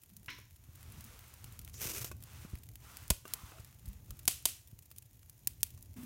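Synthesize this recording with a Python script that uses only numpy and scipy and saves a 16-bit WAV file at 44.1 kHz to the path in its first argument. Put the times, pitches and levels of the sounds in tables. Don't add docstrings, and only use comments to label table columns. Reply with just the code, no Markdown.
import sys
import numpy as np
from scipy import signal
from scipy.fft import rfft, irfft, next_fast_len
from scipy.io import wavfile
from scipy.ndimage import uniform_filter1d

SR = 44100
rng = np.random.default_rng(int(sys.argv[2]) if len(sys.argv) > 2 else 0)


def dump(signal):
    limited = np.clip(np.atleast_2d(signal).T, -1, 1)
    pcm = np.round(limited * 32767).astype(np.int16)
    wavfile.write(sys.argv[1], SR, pcm)


N = 267113
T = np.arange(N) / SR

# f/Hz, level/dB
POP_COLOUR = [(150, -3.5), (500, -18.5), (900, -17), (1600, -15.5), (2500, -9), (4500, -10), (7000, -7.5),
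              (11000, -4), (15000, -3.5), (16500, -6.5)]
# f/Hz, level/dB
SLIDE_COLOUR = [(200, 0), (380, 4), (600, -0.5), (800, -4.5), (1200, -0.5), (1900, -1), (2400, 2.5),
                (4300, -2), (6000, 5), (9000, 0.5), (14000, 4.5), (16000, -4.5)]


def amp(db):
    return 10 ** (np.asarray(db) / 20)


def unit(x):
    return x / np.sqrt(np.mean(x ** 2))


def burst(x, db):
    return x * amp(db) * np.sqrt(.003 * SR / np.sum(x ** 2))


def fade(t, t60):
    return np.exp(-np.log(1000) * t / t60)


def follow(rows):
    s, db = np.transpose(rows)
    inside = (T >= s[0]) * (T <= s[-1])
    return uniform_filter1d(amp(np.interp(T, s, db)) * inside, size=400)


def colour(x, points, shelf_db=0, shelf_hz=3500):
    n = next_fast_len(len(x) + 4096) * 2
    f = np.maximum(np.arange(n // 2 + 1) * SR / n, 1)
    hz, db = np.transpose(points)
    shelf = shelf_db / (1 + np.square(np.square(f / shelf_hz)))
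    db = np.interp(np.log(f), np.log(hz), db) + shelf
    cepstrum = irfft(np.log(amp(db)))
    cepstrum[1:n // 2] *= 2
    cepstrum[n // 2 + 1:] = 0
    response = np.exp(rfft(cepstrum))
    return irfft(rfft(x, n) * response)[:len(x)]


def walk(rate):
    k = max(int(SR / rate), 1)
    steps = np.repeat(rng.uniform(-1, 1, N // k + 1), k)
    return unit(uniform_filter1d(steps, size=k)[:N])


def grains(rate, spread_db):
    hits = rng.random(N) < rate / SR
    signs = rng.choice([-1, 1], N)
    sizes = amp(spread_db * np.minimum(rng.exponential(size=N), 4))
    return hits * signs * sizes


def add(out, s, x):
    i = max(int(s * SR), 0)
    out[i:i + len(x)] += x[:N - i]


def click(points):
    return colour(signal.unit_impulse(SR // 25), points)


def ring(modes, detune):
    t = T[:SR // 3]
    out = np.zeros(len(t))
    for hz, t60, db in modes:
        blow_hz = hz * (1 + detune * rng.standard_normal())
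        out += amp(db) * np.sin(2 * np.pi * blow_hz * t) * fade(t, t60)
    return out


def firebox(ring_db, t60):
    t = T[:SR // 25]
    echoes = rng.standard_normal(len(t)) * fade(t, t60)
    echoes *= amp(ring_db) / np.linalg.norm(echoes)
    echoes[0] = 1
    return echoes


def cabin(x, t60_low, t60_high, echo_s, echo_db):
    t = T[:SR // 2]
    low, high = rng.standard_normal((2, len(t)))
    low = colour(low, [(300, -1.5), (2500, 2.5), (6000, 1.0), (14000, -7.5)]) * fade(t, t60_low)
    high = colour(high, [(3000, -20), (9000, -0.5), (14000, 0.5)]) * fade(t, t60_high)
    echo = 1 + amp(echo_db) * (t > echo_s) * fade(np.abs(t - echo_s), 0.053)
    build_up = np.clip(t / 0.016, 0, 1)
    tail = (low + high) * echo * build_up
    return signal.fftconvolve(x, tail / np.linalg.norm(tail))[:N]


def strokes(rows, power):
    gain = np.zeros(N)
    for start, fastest, end, db in rows:
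        speed = np.sin(np.interp(T, [start, fastest, end], [0, np.pi / 2, 0]))
        gain += amp(db) * speed ** power
    return gain


def flames(gain_db, flutter_db):
    # t/s, level before gain_db/dB
    flame_curve = [(0.0, -68.5), (0.25, -62.5), (0.59, -66), (0.88, -56), (1.3, -62), (1.53, -57.5),
                   (1.67, -56.5), (1.95, -54), (3.03, -60.5), (3.15, -62.5), (3.74, -60.5), (4.08, -55.5),
                   (4.55, -65), (5.11, -65.5), (6.05, -56.5)]
    # f/Hz, level/dB
    flame_colour = [(15, -47.5), (25, -13.5), (69, 1), (92, 2), (119, 0), (151, -10.5), (184, -15),
                    (301, -23), (472, -30.5), (565, -33), (900, -36), (1170, -57), (1980, -120)]
    roar = unit(colour(rng.standard_normal(N), flame_colour))
    return roar * follow(flame_curve) * amp(gain_db + flutter_db * walk(24))


def air(gain_db, waver_db):
    # f/Hz, level/dB
    air_colour = [(180, -22), (300, 2.5), (447, -5.5), (1030, -6.5), (1230, -10.5), (1930, -7.5),
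                  (4910, -11), (7080, -3), (7690, -12), (14200, -3.5), (16000, -6.5)]
    fizz = unit(colour(rng.standard_normal(N), air_colour))
    return fizz * amp(-68 + gain_db + waver_db * walk(4.7))


def crackle(db):
    ticks = np.abs(grains(rate=110, spread_db=6.0))
    spits = signal.fftconvolve(ticks, fade(T[:SR // 25], 0.025))[:N]
    return amp(db) * unit(colour(spits * rng.standard_normal(N), POP_COLOUR))


def faint_pops(per_s, db, spread_db):
    rows = []
    for when, size, mids in rng.random((int(per_s * N / SR), 3)):
        rows.append((when * N / SR, db + spread_db * (2 * size - 1), 10 * (2 * mids - 1)))
    return rows


def pops(gain_db, body_db, room_db, ring_db, ring_t60):
    # t/s, level before the layer gains/dB, lift of the mids before body_db/dB
    loud_pops = [(0.1668, -47, -6), (0.8296, -52, 9), (1.0087, -48, 4), (1.042, -48.5, -14),
                 (1.192, -50.5, 7), (1.3393, -50, -4), (1.443, -43.5, 8), (1.592, -42.5, -0.5),
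                 (1.6488, -47, -4), (1.6775, -48.5, 17), (2.2254, -49, 3), (2.2377, -46.5, 0),
                 (2.5546, -49, 15), (2.6894, -51, 11), (2.7566, -46.5, 6), (2.9704, -42.5, 6),
                 (3.08, -47, -6), (3.2794, -47, -5), (3.3367, -27.5, -3.5), (3.647, -50.5, 4),
                 (3.887, -52, -12), (4.107, -42.5, 0), (4.1921, -47.5, 5), (4.2545, -42.5, 1),
                 (4.79, -50, 1.5), (4.9144, -48.5, 9.5), (4.984, -42, -6.5), (5.297, -47.5, -2.5),
                 (5.4732, -23, -3.5), (5.6314, -20, -4.5), (5.8263, -47.5, -17)]
    out, feed, clean = np.zeros(N), np.zeros(N), click(POP_COLOUR)
    for s, db, mids_db in loud_pops + faint_pops(per_s=8, db=-60, spread_db=1.5):
        pop = colour(firebox(ring_db=ring_db, t60=ring_t60), POP_COLOUR, shelf_db=mids_db + body_db)
        add(out, s, burst(pop, db + gain_db))
        add(feed, s, burst(clean, db + room_db))
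    return out, feed


def rubs(gain_db, width):
    # start/s, end/s, first f/Hz, last f/Hz, level before gain_db/dB
    rub_rows = [(0.102, 0.221, 176, 188, -58), (0.933, 1.095, 200.5, 226.4, -60.5),
                (1.101, 1.17, 585, 472, -65.5), (1.73, 1.789, 6470, 6200, -54),
                (1.791, 1.99, 359.6, 397, -57.5), (2.836, 3.004, 1355, 1310, -65),
                (3.249, 3.555, 1255, 1106, -63.5), (3.52, 3.611, 801, 560, -62.5),
                (3.84, 3.957, 167.6, 190, -58), (4.083, 4.142, 279, 180, -61)]
    out = np.zeros(N)
    for start, end, first_hz, last_hz, db in rub_rows:
        glide_hz = np.interp(T, [start, end], [first_hz, last_hz])
        phase = 2 * np.pi * np.cumsum(glide_hz) / SR
        band = walk(width * first_hz) * np.cos(phase) + walk(width * first_hz) * np.sin(phase)
        stroke = np.sqrt(np.maximum((T - start) * (end - T), 0)) * 2 / (end - start)
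        out += band * stroke * amp(db + gain_db)
    return out


def bumps(cycles):
    # t/s, level before a 5 dB lift/dB, f/Hz
    bump_rows = [(0.28, -47.5, 109), (0.688, -47.5, 90), (0.98, -42.5, 115), (1.52, -46, 84),
                 (1.597, -43, 100), (1.855, -39, 123), (2.117, -48, 380), (2.449, -38.5, 176),
                 (2.532, -33.5, 73), (2.535, -41, 230), (3.104, -25.5, 66.4), (3.105, -27, 159),
                 (3.434, -41, 86), (3.596, -43.5, 89), (3.875, -34.5, 55), (4.096, -38, 56),
                 (4.73, -42.5, 92)]
    out, t = np.zeros(N), T[:SR // 4]
    soft_onset = 1 - fade(t, 0.006)
    for s, db, hz in bump_rows:
        swing = np.sin(2 * np.pi * hz * t) * fade(t, cycles / hz)
        add(out, s, amp(db + 5.0) * swing * soft_onset)
    return out


def clack(s, db, direct_db, ring_db, room_db):
    # f/Hz, level/dB
    clack_colour = [(300, -2.5), (800, -30), (1000, 1), (1180, -14), (1400, -6), (2100, 0), (3100, -5.5),
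                    (4200, -6.5), (4700, -15), (5400, -7), (6800, -17), (7600, -28), (16000, -31)]
    # f/Hz, t60/s, level/dB
    clack_modes = [(996, 0.16, 4), (1346, 0.26, 0), (1730, .2, -7), (1960, 0.21, 2), (2190, 0.29, 5),
                   (2290, 0.23, -3), (2980, 0.18, 2), (4060, .2, -18), (5420, 0.54, -5.5)]
    direct, feed = np.zeros(N), np.zeros(N)
    onset_colour = [(300, -18), (800, -19), (1100, -1.0), (2000, 7), (3100, 1), (4000, -39), (16000, -45)]
    onset = colour(firebox(ring_db=12, t60=0.053), onset_colour)
    add(direct, s + .003, burst(onset, db + direct_db))
    add(direct, s + .003, burst(ring(clack_modes, detune=0.004), db + ring_db))
    add(feed, s, burst(click(clack_colour), db + room_db))
    return direct + cabin(feed, t60_low=0.41, t60_high=0.67, echo_s=0.026, echo_db=-8)


def knocks(gain_db, tick_db):
    # t/s, level before the layer gains/dB, treble relative to that level/dB
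    knock_rows = [(0.387, -49, -4), (1.741, -64.5, 21), (1.816, -55, 23), (1.848, -42.5, 8.5),
                  (1.878, -45, 4.5), (1.903, -48, 7), (2.045, -51.5, 20.5), (2.115, -38.5, -3),
                  (2.450, -48.5, -19), (3.106, -29.5, 4.5), (3.254, -40, -9), (3.338, -46, -14),
                  (3.520, -45.5, -26), (3.584, -48.5, -20), (4.109, -51.5, -14), (5.776, -58.5, 5.5)]
    # f/Hz, t60/s, level/dB
    wood_modes = [(381, 0.069, -5), (496, 0.035, -3.5), (615, 0.05, -4), (1153, 0.026, 3.5),
                  (1434, 0.025, 1), (2090, 0.007, -4), (2604, 0.051, -4.5)]
    out = np.zeros(N)
    for s, db, treble_db in knock_rows:
        add(out, s, burst(ring(wood_modes, detune=0.077), db + gain_db))
        tick = colour(firebox(ring_db=11.5, t60=0.045), SLIDE_COLOUR)
        add(out, s, burst(tick, db + treble_db + tick_db))
    return out


def sleeve(gain_db, rough_db):
    # start/s, fastest/s, end/s, level before gain_db/dB
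    arm_moves = [(.5, 1.18, 1.93, -59.5), (2.17, 2.36, 2.67, -57.5), (2.76, 2.93, 3.22, -56),
                 (3.23, 3.29, 3.87, -56.5), (3.8, 3.88, 4.05, -66.5), (4.04, 4.11, 4.63, -69.5)]
    # f/Hz, level/dB
    sleeve_colour = [(200, 2), (500, -4), (800, -0.5), (1250, 2.5), (1700, -1), (2600, -0.5), (4500, -5),
                     (6000, -3.5), (9000, -5.5), (16000, -7)]
    brush = unit(colour(grains(rate=6000, spread_db=2), sleeve_colour))
    return brush * strokes(arm_moves, power=1.37) * amp(gain_db + rough_db * walk(35))


def slide(gain_db, jerk_db, splinter_db):
    # start/s, fastest/s, end/s, level before gain_db/dB
    shoves = [(1.73, 1.865, 1.956, -42.5), (1.87, 1.97, 2.137, -46)]
    fine = unit(grains(rate=4000, spread_db=3.5))
    splinters = amp(splinter_db) * unit(grains(rate=290, spread_db=2.5))
    rub = unit(colour(fine + splinters, SLIDE_COLOUR))
    return rub * strokes(shoves, power=1.57) * amp(gain_db + jerk_db * walk(90))


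def snaps(gain_db, scatter_db, scatter_t60, body_db):
    # t/s, level before the layer gains/dB, share sent round the room/dB
    snap_rows = [(3.1028, -19, -18), (4.2781, -16.5, -10.5), (4.4546, -18, -11)]
    # f/Hz, level/dB
    snap_colour = [(100, -2), (350, -6.5), (520, -9), (680, -4.5), (860, -13.5), (1050, -7.5), (1600, -7.5),
                   (3000, 2.5), (4500, 0.5), (6500, 4), (9000, 6), (12000, 5), (15000, 2), (16500, -7)]
    # delay/s, level/dB
    snap_paths = [(0, -1), (.0013, 1), (.0033, -5.5)]
    # f/Hz, t60/s, level/dB
    snap_modes = [(372, 0.037, -8), (687, 0.032, -3.5), (1050, 0.015, 3), (2140, 0.021, -5)]
    out, feed = np.zeros(N), np.zeros(N)
    for s, db, room_db in snap_rows:
        crack = np.zeros(SR // 20)
        for delay, path_db in snap_paths:
            arrival = firebox(ring_db=scatter_db - 1.95 * path_db, t60=scatter_t60)
            add(crack, delay, amp(path_db) * arrival)
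        add(out, s, burst(colour(crack, snap_colour), db + gain_db))
        add(out, s + 0.002065, burst(ring(snap_modes, detune=0.043), db + body_db))
        add(feed, s, burst(click(snap_colour), db + room_db))
    return out, feed


def drone(start_s, gain_db, hum_hz, hum_db, hiss_db):
    # f/Hz, level/dB
    drone_colour = [(71, -43), (120, -5), (261, -6), (483, -29), (805, -27), (968, -26), (1460, -27.5),
                    (1750, -29), (3520, -32), (4320, -36.5), (5750, -33.5), (12000, -32), (16000, -31)]
    wander_hz = hum_hz * (1 + 0.02 * walk(40))
    hum = np.sin(2 * np.pi * np.cumsum(wander_hz) / SR) * amp(hum_db + 1.2 * walk(29.8))
    wash = amp(hiss_db) * unit(colour(rng.standard_normal(N), drone_colour))
    onset = np.clip((T - start_s) / 0.0069, 0, 1)
    return (hum + wash) * amp(gain_db) * onset


def scene():
    popping, pop_feed = pops(gain_db=1.0, body_db=-3.5, room_db=-22.5, ring_db=0.5, ring_t60=0.02)
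    fire = flames(gain_db=3, flutter_db=1.5) + crackle(db=-67.5) + popping
    handling = rubs(gain_db=-2.0, width=.4) + bumps(cycles=4.7) + sleeve(gain_db=-.5, rough_db=1)
    background = air(gain_db=-1.5, waver_db=-0.9)
    background += clack(s=.280, db=-41.5, direct_db=3, ring_db=-0.5, room_db=7.0)
    background += drone(start_s=5.96, gain_db=-50, hum_hz=247, hum_db=0.5, hiss_db=-1.0)
    wood = knocks(gain_db=-4.5, tick_db=-3) + slide(gain_db=-1, jerk_db=2.6, splinter_db=-3.5)
    snapping, snap_feed = snaps(gain_db=-0.5, scatter_db=-3.5, scatter_t60=0.017, body_db=-18.5)
    room_feed = pop_feed + snap_feed + amp(-17.5) * wood
    room = cabin(room_feed, t60_low=0.36, t60_high=0.28, echo_s=.032, echo_db=-2.5)
    return (fire + snapping + wood + room + handling + background)[None]


def record(dry):
    bass_cut = signal.butter(4, 36, "high", fs=SR, output="sos")
    top_cut = signal.ellip(8, .2, 70, 15900, fs=SR, output="sos")
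    return signal.sosfilt(top_cut, signal.sosfilt(bass_cut, dry))


dry = scene()
out = record(dry)
dump(out)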